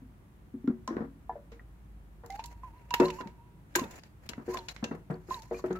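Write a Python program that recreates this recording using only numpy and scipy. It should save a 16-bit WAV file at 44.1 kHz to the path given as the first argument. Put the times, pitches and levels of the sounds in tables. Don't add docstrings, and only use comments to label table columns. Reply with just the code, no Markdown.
import sys
import numpy as np
from scipy import signal
from scipy.fft import rfft, irfft, next_fast_len
from scipy.io import wavfile

SR = 44100
rng = np.random.default_rng(int(sys.argv[2]) if len(sys.argv) > 2 else 0)


def wrap_up_sound(samples):
    columns = np.atleast_2d(samples).T
    tamed = np.clip(columns, -1, 1)
    steps = np.round(tamed * 32767).astype(np.int16)
    wavfile.write(sys.argv[1], SR, steps)


N = 255339
TIME = np.arange(N) / SR
AGE = np.arange(SR // 2) / SR
UPENDED_S = 2.385

# frequency_hz, likeness
EAR_LIKENESS = [(60, 0.99), (400, 0.73), (1000, -0.044), (2000, -0.15), (5000, -0.038), (8000, -0.044),
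                (15000, -0.012)]
# frequency_hz, level_db
AIR_COLOUR = [(53, -35), (90, -12.5), (172, -13), (192, -17.5), (224, -11), (255, -21.5), (296, -13.5),
              (457, -25.5), (935, -26), (1570, -32), (1790, -32), (4960, -47), (13200, -45), (16000, -49)]
# frequency_hz, level_db
RUMBLE_COLOUR = [(20, -38), (35, -19.5), (52, 0.5), (75, -4.5), (120, -4), (200, -10.5), (400, -48),
                 (2000, -100)]
# time_s, level_db
HUM_LEVELS = [(0, -64), (1.0, -61), (1.7, -52.5), (2.4, -53), (3.2, -55), (4.0, -68), (4.8, -58),
              (5.79, -55)]
# start_s, level_db, pitch_hz, fade_s, share_into_neck, splash_vs_bubble_db
GLUGS = [ (0.017, -46.5, 251, 0.32, 1, -15), (0.539, -31.5, 251.2, 0.13, 0.94, -27.5),
         (.642, -27.5, 261.5, 0.099, 0.22, -26), (.677, -14, 254.4, 0.08, .63, -23),
         (0.678, -40.5, 1358, 0.05, 0.27, -17), (.697, -16.5, 242, 0.065, 0.01, -42.5),
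         (.877, -31, 1030, 0.094, 0.12, 2), (0.884, -35, 237.5, 0.22, 1, -32),
         (0.906, -32.5, 328, 0.2, 0.1, -1.5), (.938, -34, 251, 0.13, 0.34, -4),
         (.967, -20.5, 257, 0.037, 0.23, -9.5), (1.006, -16, 222, 0.031, 0.58, -18),
         (1.03, -45.5, 268.6, 0.48, 0, -4), (1.294, -25.5, 814, 0.032, 0.9, -21),
         (1.295, -49, 948, 0.18, 0.55, 8.5), (1.297, -57.5, 1710, 0.2, 0.14, -8),
         (1.355, -36.5, 587, 0.18, 0.77, -13), (1.519, -50.5, 455, 0.22, 0.04, 4.5),
         (1.595, -47, 1880, 0.036, .27, -1), (2.236, -53, 800, 0.0079, 0.94, 13),
         (2.303, -45, 2050, 0.1, 0.2, -20), (2.393, -31.5, 878, 0.036, 0.27, -28),
         (3, -4.5, 337.5, 0.021, 0.97, -17), (3.02, -20.5, 542, 0.041, 0.98, -2.5),
         (3.03, -37.5, 164, 0.22, 0.45, -22), (3.205, -46, 450, 0.06, .03, 10.5),
         (3.258, -29, 194.3, 0.047, 0.3, -18), (3.76, -27, 346.3, 0.16, 0.11, -6),
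         (3.815, -18.5, 248, 0.042, 0.27, -13.5), (4.292, -38, 207, 0.033, 0.54, -6.5),
         (4.379, -24, 216, 0.037, 0.21, -15), (4.478, -22, 350, 0.025, 1, -14),
         (4.554, -43, 580, 0.031, 1, 8), (4.827, -25.5, 199, 0.064, 0.35, -5),
         (4.911, -22, 208, 0.038, 0.46, -8), (5.1, -26.5, 150, 0.13, 0.76, -4.5),
         (5.11, -29.5, 405, 0.018, 0.6, -12), (5.149, -41, 198, 0.12, 0.3, -16),
         (5.286, -33.5, 338, 0.034, 0.4, -8.5), (5.511, -16, 453, 0.012, 1, -17),
         (5.513, -29.5, 602, 0.07, 0.02, -3), (5.545, -45, 2380, 0.13, 0.24, -11),
         (5.593, -39, 1074, 0.026, 0.46, -8), (5.64, -20.5, 373, 0.038, 0.46, -11),
         (5.641, -34.5, 622, 0.15, 0.35, -35), (5.702, -37, 182, 0.47, 0, -4),
         (5.707, -20, 357, 0.039, 0.33, -11), (5.754, -46, 1300, 0.46, 0.1, 7.5)]
# frequency_hz, level_db
SPLASH_COLOUR = [(60, 5), (170, 9.5), (400, 3.5), (800, -6), (1300, -6.5), (1900, -13), (2600, -32),
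                 (5000, -40.5), (12000, -68.5)]
# pitch_hz, width_hz, level_db
NECK_NOTES = [(164, 4.7, -5), (229.8, 8.7, -3.5), (279.7, 26, -7), (366.5, 7.56, 5), (468.3, 12.7, 5),
              (568.6, 9.7, -6), (673, 19, -0.5), (747, 35, -1), (878, 24.5, -4), (983, 15, 4.5),
              (1120, 25, -10.5), (1395, 22, -20.5), (1816, 18, -15)]
# start_s, level_db, pitch_hz, fade_s, brightness_db_per_octave, left_vs_right_db
CLICKS = [(0.675, -39, 1920, 0.014, -8.5, -3), (0.876, -35, 5660, 0.015, 3.5, -0.5),
          (.967, -35.5, 1620, 0.013, -13, -8), (1.517, -59.5, 2240, 0.18, -1.5, -2),
          (2.261, -45, 14300, 0.013, 13.5, -2), (2.303, -39.5, 2120, 0.0097, 7, -2),
          (2.323, -49, 2110, .014, 7, -3), (2.392, -46.5, 2560, 0.084, -4, -2),
          (2.439, -40, 4500, 0.028, 3, -3.5), (2.458, -41.5, 8250, 0.028, 13, -2),
          (2.906, -37, 2700, 0.02, 2, -1), (2.939, -18, 2720, .025, -3, -0.5),
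          (2.94, -27.5, 12000, 0.022, 17, -5.5), (2.999, -33, 2180, 0.038, 1.5, 2),
          (3.054, -47, 2610, 0.022, -1, 6), (3.082, -38.5, 4200, 0.039, -3.5, -2),
          (3.102, -35, 2760, 0.029, -2.5, -2), (3.142, -54, 4200, 0.028, -3, -7),
          (3.208, -38.5, 1430, 0.033, -6, -6), (3.273, -41, 2200, 0.012, -1.5, -3),
          (3.752, -24.5, 1610, 0.067, -2, 1.5), (3.756, -18, 6980, 0.028, 15.5, -2.5),
          (3.794, -30, 6450, 0.014, 1, -7), (3.908, -53, 7000, 0.078, 10, -2),
          (3.955, -56.5, 7000, 0.097, 12, -1), (3.994, -49, 4940, .014, 1, 6.5),
          (4.035, -41, 4770, 0.011, -1.5, -3), (4.29, -33.5, 2793, 0.03, 5, 4.5),
          (4.333, -35.5, 2000, .02, -8.5, -3), (4.571, -30, 3400, 0.018, -4, 5.5),
          (4.684, -36, 4040, 0.066, -0.5, 5), (4.763, -32.5, 2050, 0.0096, -3.5, -5.5),
          (4.841, -26.5, 6170, 0.024, -1.5, 1), (5.319, -49, 1870, 0.019, 3.5, -6),
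          (5.42, -48, 5660, 0.022, 6.5, 1), (5.705, -39.5, 2000, .03, -14, -7),
          (5.728, -53.5, 6700, 0.02, 5, 10)]
# frequency_hz, level_db
CLICK_COLOUR = [(400, -2.5), (800, 1.5), (1600, 4), (2200, 4), (2800, 1), (4000, 0), (5500, -8.5),
                (7200, -9), (8500, -22), (11500, -18), (15000, -25.5)]
# pitch_hz, width_hz, level_db
RIM_NOTES = [(1590, 50, -13.5), (2915, 67, -7.5), (4200, 400, -14.5), (5660, 670, -4.5), (7000, 3000, -2),
             (11280, 1000, -13)]
# start_s, level_db, fade_s, overtones_db
KNOCKS = [(2.299, -39.5, 0.7, -8), (2.447, -42, 0.072, -13), (2.634, -38, 0.18, -26),
          (2.735, -57.5, 0.86, -5), (2.909, -29.5, 0.64, -7), (2.998, -30, 0.35, 2), (3.187, -38, 0.27, -2),
          (3.381, -60.5, 1, -4), (3.759, -34, 0.34, 8), (3.785, -30.5, 0.11, -28), (4.292, -48.5, 0.25, 15),
          (4.503, -41, 0.29, -20), (4.545, -34, 0.26, -16), (4.845, -51, 0.24, 24), (5.308, -31, .29, -13)]
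# times_lowest_pitch, level_db, share_of_wobble
CAN_OVERTONES = [(1.64, -21, 0.43), (2.782, -16.5, .7)]
# first_wave_s, wash_db, fizz_vs_wash_db, loss_per_wave_db, pitch_swing_hz, waves_per_s
SHAKES = [(2.36, -51.5, -9.5, 10.5, -1, 9.5), (2.647, -59, -20, 0, 74, 7.46),
          (3.076, -42.5, -5.5, 25, 101.5, 7.8), (3.795, -39, -14.5, 12.5, 99, 7.5),
          (4.26, -57.5, -13.5, 1, 11.5, 5.4), (4.548, -47, -5.5, 12, 99.5, 6),
          (5.334, -44, -5.5, 19, 110, 6.6), (5.568, -55.5, -2, 14, -6, 2.9)]
# frequency_hz, level_db
WASH_COLOUR = [(400, 2), (700, 3.5), (1300, -4), (1800, 0.5), (2700, -5), (3700, -22), (5000, -22)]
# frequency_hz, level_db
FIZZ_COLOUR = [(3000, -44), (4200, 5.5), (5000, 0.5), (7200, 5), (8200, -10), (9500, -51)]
# frequency_hz, level_db
HISS_COLOUR = [(7000, -37.5), (9000, -1.5), (11700, 11), (15000, 1.5), (17000, -25)]
# pitch_hz, level_db
PING_COLOUR = [(1500, -13.5), (2600, -8.5), (4200, 11), (7000, -25.5), (8200, -4.5)]


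def from_db(db):
    return 10 ** (np.asarray(db) / 20)


def unit_level(x):
    return x / np.sqrt(np.mean(x ** 2) + 1e-20)


def at_hz(table, hz):
    frequencies, values = np.transpose(table)
    return np.interp(np.log(hz + 1), np.log(frequencies), values)


def fade(fade_s, age=AGE):
    return np.exp(-np.log(1000) * age / fade_s)


def rise(rise_s, age=AGE):
    return 1 - np.exp(-age / rise_s)


def add(track, start_s, sound):
    start = round(start_s * SR)
    track[..., start:start + sound.shape[-1]] += sound[..., :N - start]


def pan(db):
    return from_db(np.array([[db], [-db]]) / 2)


def keep_side(x, hz, side):
    return signal.sosfilt(signal.butter(2, hz, side, fs=SR, output="sos"), x + 1e-18)


def resonate(x, hz, width_hz):
    r = np.exp(-np.pi * width_hz / SR)
    feedback = [1, -2 * r * np.cos(2 * np.pi * hz / SR), r * r]
    return signal.lfilter(np.array([1, 0, -1]) * (1 - r * r) / 2, feedback, x + 1e-18)


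def noise(colour, size, brightness_db=0):
    padded = next_fast_len(size)
    hz = np.arange(padded // 2 + 1) * SR / padded
    middle, side = rfft(rng.standard_normal((2, padded)))
    alike = at_hz(EAR_LIKENESS, hz)
    stereo = np.sqrt(1 + alike) * middle + np.sqrt(1 - alike) * side * [[1], [-1]]
    gain = from_db(at_hz(colour, hz) + brightness_db * np.log2(hz / 1000 + 1))
    return unit_level(irfft(gain * stereo, padded)[:, :size])


def wander(per_s):
    return np.interp(TIME * per_s, np.arange(N // 8), rng.standard_normal(N // 8))


def flicker(depth_db, per_s):
    return unit_level(from_db(depth_db * wander(per_s)))


def outdoors(air_db=-61, rumble_db=-56, hum_hz=53, waver_hz=2.5):
    pitch = hum_hz + waver_hz * wander(12)
    times, levels_db = np.transpose(HUM_LEVELS)
    hum_level = from_db(np.interp(TIME, times, levels_db))
    hum = np.sqrt(2) * hum_level * np.sin(2 * np.pi * np.cumsum(pitch) / SR)
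    return from_db(air_db) * noise(AIR_COLOUR, N) + from_db(rumble_db) * noise(RUMBLE_COLOUR, N) + hum


def glugs(swell_cycles=0.66, pitch_climb=0.029, splash_fade_s=0.21):
    direct, into_neck = np.zeros((2, N)), np.zeros(N)
    for start_s, db, hz, fade_s, share, splash_db in GLUGS:
        pitch = hz * (1 + pitch_climb * (1 - fade(fade_s)))
        swell = 1 - np.exp(-(AGE * hz / swell_cycles) ** 2)
        bubble = np.sin(2 * np.pi * np.cumsum(pitch) / SR) * fade(fade_s) * swell
        drops = keep_side(noise(SPLASH_COLOUR, len(AGE)), 0.59 * hz, "high")
        drops = keep_side(drops, 130, "high")
        splash = drops * fade(splash_fade_s) * rise(0.00033) * from_db(splash_db - 5)
        add(direct, start_s, from_db(db) * ((1 - share) * bubble + splash))
        add(into_neck, start_s, from_db(db) * share * (bubble + splash.mean(axis=0) / 2))
    return from_db(4) * (direct * flicker(2.5, 120) + filler_neck(into_neck)) * pan(1.86)


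def filler_neck(x):
    return sum(from_db(db + 10) * resonate(x, hz, width) for hz, width, db in NECK_NOTES)


def yard_echoes(x, fade_s=0.66, level_db=-26, top_hz=3500):
    echoes = keep_side(rng.standard_normal((2, len(AGE))), top_hz, "low")
    echoes = echoes * fade(fade_s) * (1 - fade(0.058))
    echoes /= np.sqrt(np.sum(echoes ** 2) / 2 * SR / 2 / top_hz)
    return from_db(level_db) * signal.fftconvolve(x, echoes, axes=1)[:, :N]


def spout_clicks(tail_db=-23, tail_fade_s=0.24, ring_db=6):
    out, age = np.zeros((2, N)), AGE[:SR // 4]
    for start_s, db, hz, fade_s, brightness_db, pan_db in CLICKS:
        shape = (fade(fade_s, age) + from_db(tail_db) * fade(tail_fade_s, age)) * rise(0.0009, age)
        crack = noise(CLICK_COLOUR, len(age), brightness_db) * shape
        ring = from_db(ring_db) * resonate(crack, hz, width_hz=250)
        add(out, start_s, from_db(db) * pan(pan_db) * (crack + ring))
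    return from_db(3.5) * rim(out)


def rim(x, plain_db=-5):
    return from_db(plain_db) * x + sum(from_db(db) * resonate(x, hz, width) for hz, width, db in RIM_NOTES)


def can_wall(rest_hz=980, ripple_hz=12):
    pitch = wall_pitch() + ripple_hz * wander(250)
    low_level, high_level, age = np.zeros(N), np.zeros(N), TIME[:SR]
    for start_s, db, fade_s, overtones_db in KNOCKS:
        shape = from_db(db) * fade(fade_s, age) * rise(0.00072, age)
        add(low_level, start_s, shape)
        add(high_level, start_s, shape * from_db(overtones_db))
    out = low_level * flicker(3.5, 130) * np.sin(2 * np.pi * np.cumsum(pitch) / SR) * pan(-4)
    ear_shift = np.array([[0], [np.pi / 2]])
    for ratio, db, share in CAN_OVERTONES:
        overtone_hz = ratio * (rest_hz + share * (pitch - rest_hz))
        phase = 2 * np.pi * np.cumsum(overtone_hz) / SR
        out += from_db(db) * high_level * flicker(6.3, 170) * np.sin(phase + ear_shift)
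    return out


def wall_pitch(wet_hz=765, drained_hz=958, drain_s=0.0226, build_s=0.055, slosh_fade_s=1.5):
    drained = (1 + np.tanh((TIME - UPENDED_S) / drain_s / 2)) / 2
    hz = wet_hz + (drained_hz - wet_hz) * drained
    for first_wave_s, *_, swing_hz, waves_per_s in SHAKES:
        age = TIME - first_wave_s
        build_up = np.exp(-(np.minimum(age, 0) / build_s) ** 2)
        slosh = build_up * fade(slosh_fade_s, np.maximum(age, 0))
        hz += swing_hz * slosh * np.cos(2 * np.pi * waves_per_s * age)
    return hz


def swish(hiss_db=-8, ping_db=-6, brisk_db=-56):
    wash, fizz = wash_levels()
    layers = (wash, WASH_COLOUR), (fizz, FIZZ_COLOUR), (fizz * from_db(hiss_db), HISS_COLOUR)
    flow = sum(level * noise(colour, N) * flicker(1.5, 500) for level, colour in layers)
    briskness = np.minimum(wash / from_db(brisk_db), 1)
    bubbles = from_db(ping_db) * briskness * np.sqrt(wash * fizz) * bubble_pings()
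    return flow * flicker(6, 83) + bubbles


def wash_levels(wave_rise_s=0.029, wave_fall_s=0.044, spray_db=-19.5, spray_fizz_db=-16.5):
    wash, fizz, spray = np.zeros((3, N))
    for first_wave_s, db, fizz_db, loss_db, _, waves_per_s in SHAKES:
        for k in range(3):
            age = TIME - first_wave_s - k / waves_per_s
            wave = from_db(db - k * loss_db) * np.exp(-np.maximum(-age / wave_rise_s, age / wave_fall_s))
            wash += wave
            fizz += wave * from_db(fizz_db)
    for start_s, db, *_, splash_db in GLUGS:
        if start_s > UPENDED_S:
            add(spray, start_s, from_db(db + splash_db + spray_db) * fade(0.24) * rise(0.0073))
    return np.hypot(wash, spray), np.hypot(fizz, spray * from_db(spray_fizz_db))


def bubble_pings(per_s=380, spread_db=6, ring_cycles=13, pitch_count=26):
    sizes = from_db(spread_db * np.minimum(rng.exponential(1, N), 3.5))
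    bursts = sizes * (rng.random(N) < per_s / SR)
    which_pitch, out = rng.integers(0, pitch_count, N), np.zeros((2, N))
    for k, hz in enumerate(np.geomspace(PING_COLOUR[0][0], PING_COLOUR[-1][0], pitch_count)):
        ring = resonate(bursts * (which_pitch == k), hz, hz / ring_cycles / np.pi)
        ring = unit_level(ring) * from_db(at_hz(PING_COLOUR, hz))
        right = np.roll(ring, rng.integers(-8, 9))
        out += np.array([ring, right]) * pan(rng.normal(0, 3))
    return unit_level(out)


def scene():
    pour = glugs() + can_wall() + spout_clicks() + swish()
    return pour + yard_echoes(pour) + outdoors()


def record(dry):
    return signal.sosfilt(signal.ellip(10, .1, 80, 15750, fs=SR, output="sos"), dry)


dry = scene()
out = record(dry)
wrap_up_sound(out)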